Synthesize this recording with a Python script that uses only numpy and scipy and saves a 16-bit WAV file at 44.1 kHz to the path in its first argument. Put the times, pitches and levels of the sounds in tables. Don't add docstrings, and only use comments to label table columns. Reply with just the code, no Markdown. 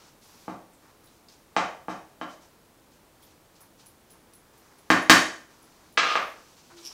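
import sys
import numpy as np
from scipy import signal
from scipy.fft import rfft, irfft
from scipy.io import wavfile

SR = 44100
rng = np.random.default_rng(int(sys.argv[2]) if len(sys.argv) > 2 else 0)


def field_ratio(decibels):
    return 10 ** (np.asarray(decibels, dtype=float) / 20)


def persist_wave(psi):
    counts = np.round(np.clip(psi, -1, 1) * 32767).astype(np.int16)
    wavfile.write(sys.argv[1], SR, np.atleast_2d(counts).T)


N = 305603

# (frequency [Hz], relative level per Hz [dB])
HISS_COLOUR = [(2200, -3.5), (3200, -3), (4500, -0.5), (6000, 0.5), (8000, -6.5), (11000, -16.5),
               (15000, -18.5)]
# (time [s], base level [dB])
JOLTS = [(1.042, -50), (3.225, -48), (3.607, -47), (3.861, -45), (4.105, -45), (4.336, -47.5),
         (4.577, -52.5), (4.785, -50), (5.022, -44), (5.624, -50), (5.925, -50.5)]


def rms_one(x):
    return x / np.sqrt(np.mean(x ** 2) + 1e-20)


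def at_hz(points, hz):
    table_hz, values = np.array(points).T
    return np.interp(np.log(hz), np.log(table_hz), values)


def band(x, low, high):
    sos = signal.butter(2, [low, high], "band", fs=SR, output="sos")
    return signal.sosfilt(sos, x + 1e-18)


def coloured(x, spectrum):
    hz = np.maximum(np.fft.rfftfreq(N, 1 / SR), 1)
    inside = (hz > spectrum[0][0]) & (hz < spectrum[-1][0])
    shape = field_ratio(at_hz(spectrum, hz)) * inside
    return rms_one(irfft(rfft(x) * shape, N))


def ring(force, hz, t60):
    r = field_ratio(-60 / (t60 * SR))
    w = 2 * np.pi * hz / SR
    return signal.lfilter([0, np.sin(w)], [1, -2 * r * np.cos(w), r * r], force + 1e-18)


def resonate(x, hz, width_hz):
    r = np.exp(-np.pi * width_hz / SR)
    feed = [(1 - r * r) / 2, 0, (r * r - 1) / 2]
    back = [1, -2 * r * np.cos(2 * np.pi * hz / SR), r * r]
    return signal.lfilter(feed, back, x + 1e-18)


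def grains(per_s, spread_db):
    sizes = field_ratio(spread_db * np.minimum(rng.exponential(1, N), 4)) * rng.choice([-1, 1], N)
    return rms_one(sizes * (rng.random(N) < per_s / SR))


def held(rows, rise_db_per_s, fall_db_per_s):
    t = np.arange(N) / SR
    levels = []
    for s, length, db in rows:
        rise = rise_db_per_s * np.maximum(s - t, 0)
        fall = fall_db_per_s * np.maximum(t - s - length, 0)
        levels.append(db - rise - fall)
    return np.max(levels, axis=0)


def waver(per_s):
    points = rng.standard_normal(400)
    return np.interp(np.arange(N) / SR * per_s, np.arange(len(points)), points)


def contact(blows):
    band_edges = [110, 450, 1150, 2500, 6800, 15000]
    s, clack, thud, knock, crack, top = np.transpose(blows)
    force = np.zeros(N)
    for k, level_db in enumerate([clack + thud, clack + knock, clack, clack + crack, clack + top]):
        low, high = band_edges[k:k + 2]
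        clicks = np.zeros(N)
        clicks[np.round(s * SR).astype(int)] = field_ratio(level_db) * SR / (2 * (high - low))
        force += band(band(clicks, low, high), low / 0.99, high * 1.17)
    return force


def kitchen_air(level_db=-59):
    # (frequency [Hz], relative level per Hz [dB])
    air_colour = [(15, -30.5), (25, -5.5), (59, -6), (102, -5), (248, -4), (299, -4), (342, -2.5),
                  (371, -7.5), (414, -5.5), (749, -10), (905, -11.5), (1590, -17), (1730, -18),
                  (15800, -25)]
    return field_ratio(level_db) * coloured(rng.standard_normal(N), air_colour)


def hum(centre_hz=340, waver_hz=3.0):
    # (start [s], length [s], level [dB])
    swells = [(6.75, 0.058, -53), (6.855, 0.011, -54.5)]
    hz = centre_hz + waver_hz * waver(25.0)
    level_db = held(swells, rise_db_per_s=300.0, fall_db_per_s=498)
    return np.sqrt(2) * field_ratio(level_db) * np.sin(2 * np.pi * np.cumsum(hz) / SR)


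def rustle(low_hz=8500, high_hz=14500):
    # (start [s], length [s], level [dB])
    rustles = [(.24, .2, -66), (6.05, 0.26, -63.5)]
    fine = rms_one(band(grains(6000, spread_db=2.5), low_hz, high_hz))
    return field_ratio(held(rustles, 219.5, 219.5)) * fine


def squeak(start_s=6.859, length_s=0.013, base_db=-42, hz=5400, width_hz=1040):
    slips_per_s, slip_depth, overtone_db, hiss_db = 136, 0.45, -15, -3.5
    beat = np.cos(2 * np.pi * slips_per_s * (np.arange(N) / SR - start_s))
    slips = rng.standard_normal(N) * (1 + slip_depth * beat) ** 2
    low = rms_one(resonate(resonate(slips, hz, width_hz), hz, width_hz))
    high = rms_one(resonate(slips, 2 * hz, 2 * width_hz))
    hiss = coloured(slips, HISS_COLOUR)
    level_db = held([(start_s, length_s, base_db)], rise_db_per_s=598, fall_db_per_s=700.0)
    return field_ratio(level_db) * (low + field_ratio(overtone_db) * high + field_ratio(hiss_db) * hiss)


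def spits(sharpness=6.6, decay_s=0.02):
    # (time [s], level [dB], resonance [Hz])
    spit_events = [(0.733, -58.5, 8300), (1.07, -54, 3900), (1.285, -47, 4770), (1.3219, -57, 5670),
                   (2.4229, -57, 5750), (3.2291, -54, 3440), (3.554, -60.5, 4530), (3.7973, -61, 4290),
                   (6.715, -56.5, 4600), (6.78, -48, 3770)]
    crackle = grains(2500, spread_db=-1.5)
    out = np.zeros(N)
    t = np.arange(6000) / SR
    for s, level_db, hz in spit_events:
        at = round(s * SR)
        dying = crackle[at:at + len(t)] * np.exp(-t / decay_s)
        burst = resonate(dying, hz, hz / sharpness)
        out[at:at + len(t)] += field_ratio(level_db) * np.sqrt(sharpness) * burst
    return out


def tinkle(spread_s=0.027, tick_db=12.0, fade_db=-8.0, favour_db=3.0):
    # (frequency [Hz], level [dB], time to die by 60 dB [s])
    metal_tones = [(10560, -16, 0.089), (10350, -16, .05), (11100, -16, .022), (13500, -18, .06),
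                   (14900, -19.5, .06)]
    s, jolt_db = np.transpose(JOLTS)
    later = np.c_[0 * s, rng.random((len(s), 6))]
    at = np.round((s[:, None] + later * spread_s) * SR).astype(int)
    favour = rng.standard_normal((len(s), len(metal_tones)))
    out = np.zeros(N)
    for k, (hz, tone_db, t60) in enumerate(metal_tones):
        touch_db = jolt_db[:, None] + tone_db + fade_db * later
        touch_db = touch_db + favour_db * favour[:, [k]] + rng.normal(0, 3, at.shape)
        clicks = np.zeros(N)
        clicks[at] = field_ratio(touch_db)
        out += ring(clicks, hz, t60) + field_ratio(tick_db) * band(clicks, 7000, 13000)
    return out


def stirring(jolt_hiss_db=-15.5, rub_between_db=-70, rub_waver_db=1.5):
    # (start [s], length [s], hiss of food [dB], base rub of wood [dB])
    strokes = [(0.0, .09, -60, -62.5), (0.225, 0.24, -60, -64), (0.82, 0.077, -69, -61.5),
               (1.07, 0.1, -68, -75), (1.3, 0.046, -62, -66.5), (2.3, 0.036, -58.5, -68),
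               (2.412, 0.044, -63.5, -65.5), (2.92, .02, -66, -72), (3.267, .05, -65.5, -73),
               (3.56, .006, -64, -68), (3.61, .03, -67, -61.5), (3.797, 0.0098, -58, -69),
               (4.133, 0.026, -72, -64), (4.538, 0.36, -68, -64.5), (5.498, .06, -65, -64.5),
               (5.578, 0.32, -65.5, -63), (6.297, .24, -61.5, -65), (6.57, .035, -59, -64),
               (6.637, 0.14, -61.5, -70), (6.708, .004, -59, -56.5), (6.773, 0.17, -54, -60)]
    # (frequency [Hz], relative level per Hz [dB])
    rub_colour = [(500, -15.5), (900, -2), (1500, -7), (2000, -11), (2600, -18)]
    edges = 900.0, 219.5
    jolts = [(s, 0, db + jolt_hiss_db) for s, db in JOLTS]
    hiss_db = held([(s, length, db) for s, length, db, _ in strokes] + jolts, *edges)
    between = [(0.003, N / SR, rub_between_db)]
    rub_db = held([(s, length, db) for s, length, _, db in strokes] + between, *edges)
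    rub_db = rub_db + rub_waver_db * waver(12.0)
    hiss = coloured(grains(9000, spread_db=-1.0), HISS_COLOUR)
    rub = coloured(grains(2700, spread_db=2.0), rub_colour)
    return field_ratio(hiss_db) * hiss + field_ratio(rub_db) * rub


def worktop(click_db=-15.0):
    # (time [s], clack near 1.6 kHz [dB],
    #   then against the clack: 250 Hz [dB], 700 Hz [dB], 4 kHz [dB], 10 kHz [dB])
    landings = [(5.9735, -18, -30, -21, 1.5, -33.5), (5.9765, -12.5, -17.5, -10, 5, -40),
                (6.032, -19, -19.5, -13, -17, -34.5), (6.1545, -17.5, -14.5, -3, -1.5, -19)]
    # (frequency [Hz], width [Hz], level [dB])
    wood_modes = [(556, 650, -1), (1200, 217, 6), (1630, 470, -1), (2120, 110, -4), (2570, 920, -2.5),
                  (3140, 1500, -8), (6050, 800, -28)]
    rattle = band(band(grains(270, spread_db=-0.5), 310, 6000), 270, 5600)
    settling_db = held([(6.04, 0.08, -31.5)], rise_db_per_s=164, fall_db_per_s=300.0)
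    landed = np.arange(N) / SR > landings[0][0]
    force = contact(landings) + field_ratio(settling_db) * landed * rattle
    body = sum(field_ratio(db) * resonate(force, hz, width) for hz, width, db in wood_modes)
    return field_ratio(click_db) * force + body


def pan():
    blows = {"floor": [(.480, -40, 2.5, 9.4, -24, -30), (1.565, -17.5, -16.5, 0.89, -2.5, -58),
             (1.883, -34.5, -3.5, 6.9, -16, -32)], "rim": [(4.9025, -11, -12.5, -4.5, -2, -13),
             (5.097, -4, -16, -7.5, 4.5, -4.5)], "wall": [(2.213, -34.5, -8, 1, -5, -31.5)]}
    # (frequency [Hz], width [Hz], level over the click if struck on floor [dB], rim [dB], wall [dB])
    pan_modes = [(55.7, 19, 15.5, 17.5, -8), (193, 36, 6, 2, 0), (265, 30, -2.5, 9.5, 7.5),
                 (312, 17, 9, 14, 14), (555, 45, -13, -16, 0), (630, 57, -28, -4, 4),
                 (720, 49, 2.5, -0.5, 6), (810, 33, -2, -6.5, -2), (878, 22, 0, -5, 2),
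                 (966, 31, -22, 1, -2), (1062.4, 42, -12.5, 6.5, 8), (1153, 60, 0, 3.5, 6),
                 (1366, 39, -6, -12, 10.5), (1473, 75, -15, 2, -12), (1623, 80, -6, 7.5, 8),
                 (1792, 50, -13, 10, -4), (2036, 38, -6, -10.5, -18), (2417, 50, -2.5, -13, -19),
                 (3050, 78, 3, 4, 16.5), (3770, 33, 6, 5, 12), (4500, 34, -18, 6.5, -6),
                 (6710, 40, -20, 1.5, 0)]
    # (start [s], length [s], scrape on the floor [dB], wet grit [dB])
    drags = [(0.484, 0.029, -61.5, -65), (1.575, 0.042, -44, -65), (1.89, 0.025, -52.5, -58),
             (2.217, 0.016, -62, -69)]
    scrape_db = held([(s, length, db) for s, length, db, _ in drags], 1500.0, 1500.0)
    grit_db = held([(s, 0, db) for s, _, _, db in drags], 1500.0, 260.0)
    scrape = field_ratio(scrape_db) * rms_one(band(grains(900, spread_db=1.5), 370, 1970))
    grit = field_ratio(grit_db) * coloured(grains(2400, spread_db=3.0), HISS_COLOUR)
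    floor = contact(blows["floor"]) + scrape
    forces = np.array([floor, contact(blows["rim"]), contact(blows["wall"])])
    rings = 0
    for hz, width, *strengths_db in pan_modes:
        rings = rings + resonate(field_ratio(strengths_db) @ forces, hz, width)
    sound = rings + forces.sum(axis=0)
    return sound - 0.27 * resonate(sound, 411, 140) + grit


def kitchen(x, room_db=7, first_echo_s=0.0017, build_up_s=0.00077, near_db=5, near_t60_s=0.021):
    # (frequency [Hz], time to die by 60 dB [s])
    ring_times = [(60, 0.38), (125, 0.4), (250, 0.4), (500, 0.48), (1000, 0.44), (2000, 0.43), (4000, 0.41),
                  (8000, 0.46), (14000, 0.28)]
    t = np.arange(SR) / SR
    white = rng.standard_normal((2, SR))
    edges = 40 * 2 ** np.arange(0, 9.1, .5)
    echoes = 0
    for k, (low, high) in enumerate(zip(edges, edges[1:])):
        t60 = at_hz(ring_times, np.sqrt(low * high))
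        echoes = echoes + band(white[k % 2], low, high) * field_ratio(-60 * t / t60)
    echoes *= 1 + field_ratio(near_db - 60 * t / near_t60_s)
    echoes *= 1 - np.exp(-np.maximum(t - first_echo_s, 0) / build_up_s)
    echoes = echoes / np.sqrt(np.sum(echoes ** 2))
    return field_ratio(room_db) * signal.fftconvolve(x, echoes)[:N]


def scene():
    struck = pan() + worktop()
    small = tinkle() + spits()
    squeal = squeak()
    direct = field_ratio(3.0) * signal.lfilter(*signal.butter(1, 4000, fs=SR), struck)
    room = kitchen(struck + field_ratio(-13.0) * small + field_ratio(-11) * squeal)
    background = kitchen_air() + hum() + rustle() + stirring()
    return (direct + small + squeal + room + background)[None]


def band_limit(x):
    return signal.sosfilt(signal.butter(12, 16100, fs=SR, output="sos"), x)


def record(dry):
    clipped = np.clip(dry, -1, 1)
    top_cut = signal.cheby2(10, 50, 17000, fs=SR, output="sos")
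    mix = signal.sosfilt(top_cut, clipped)
    return band_limit(mix)


dry = scene()
out = record(dry)
persist_wave(out)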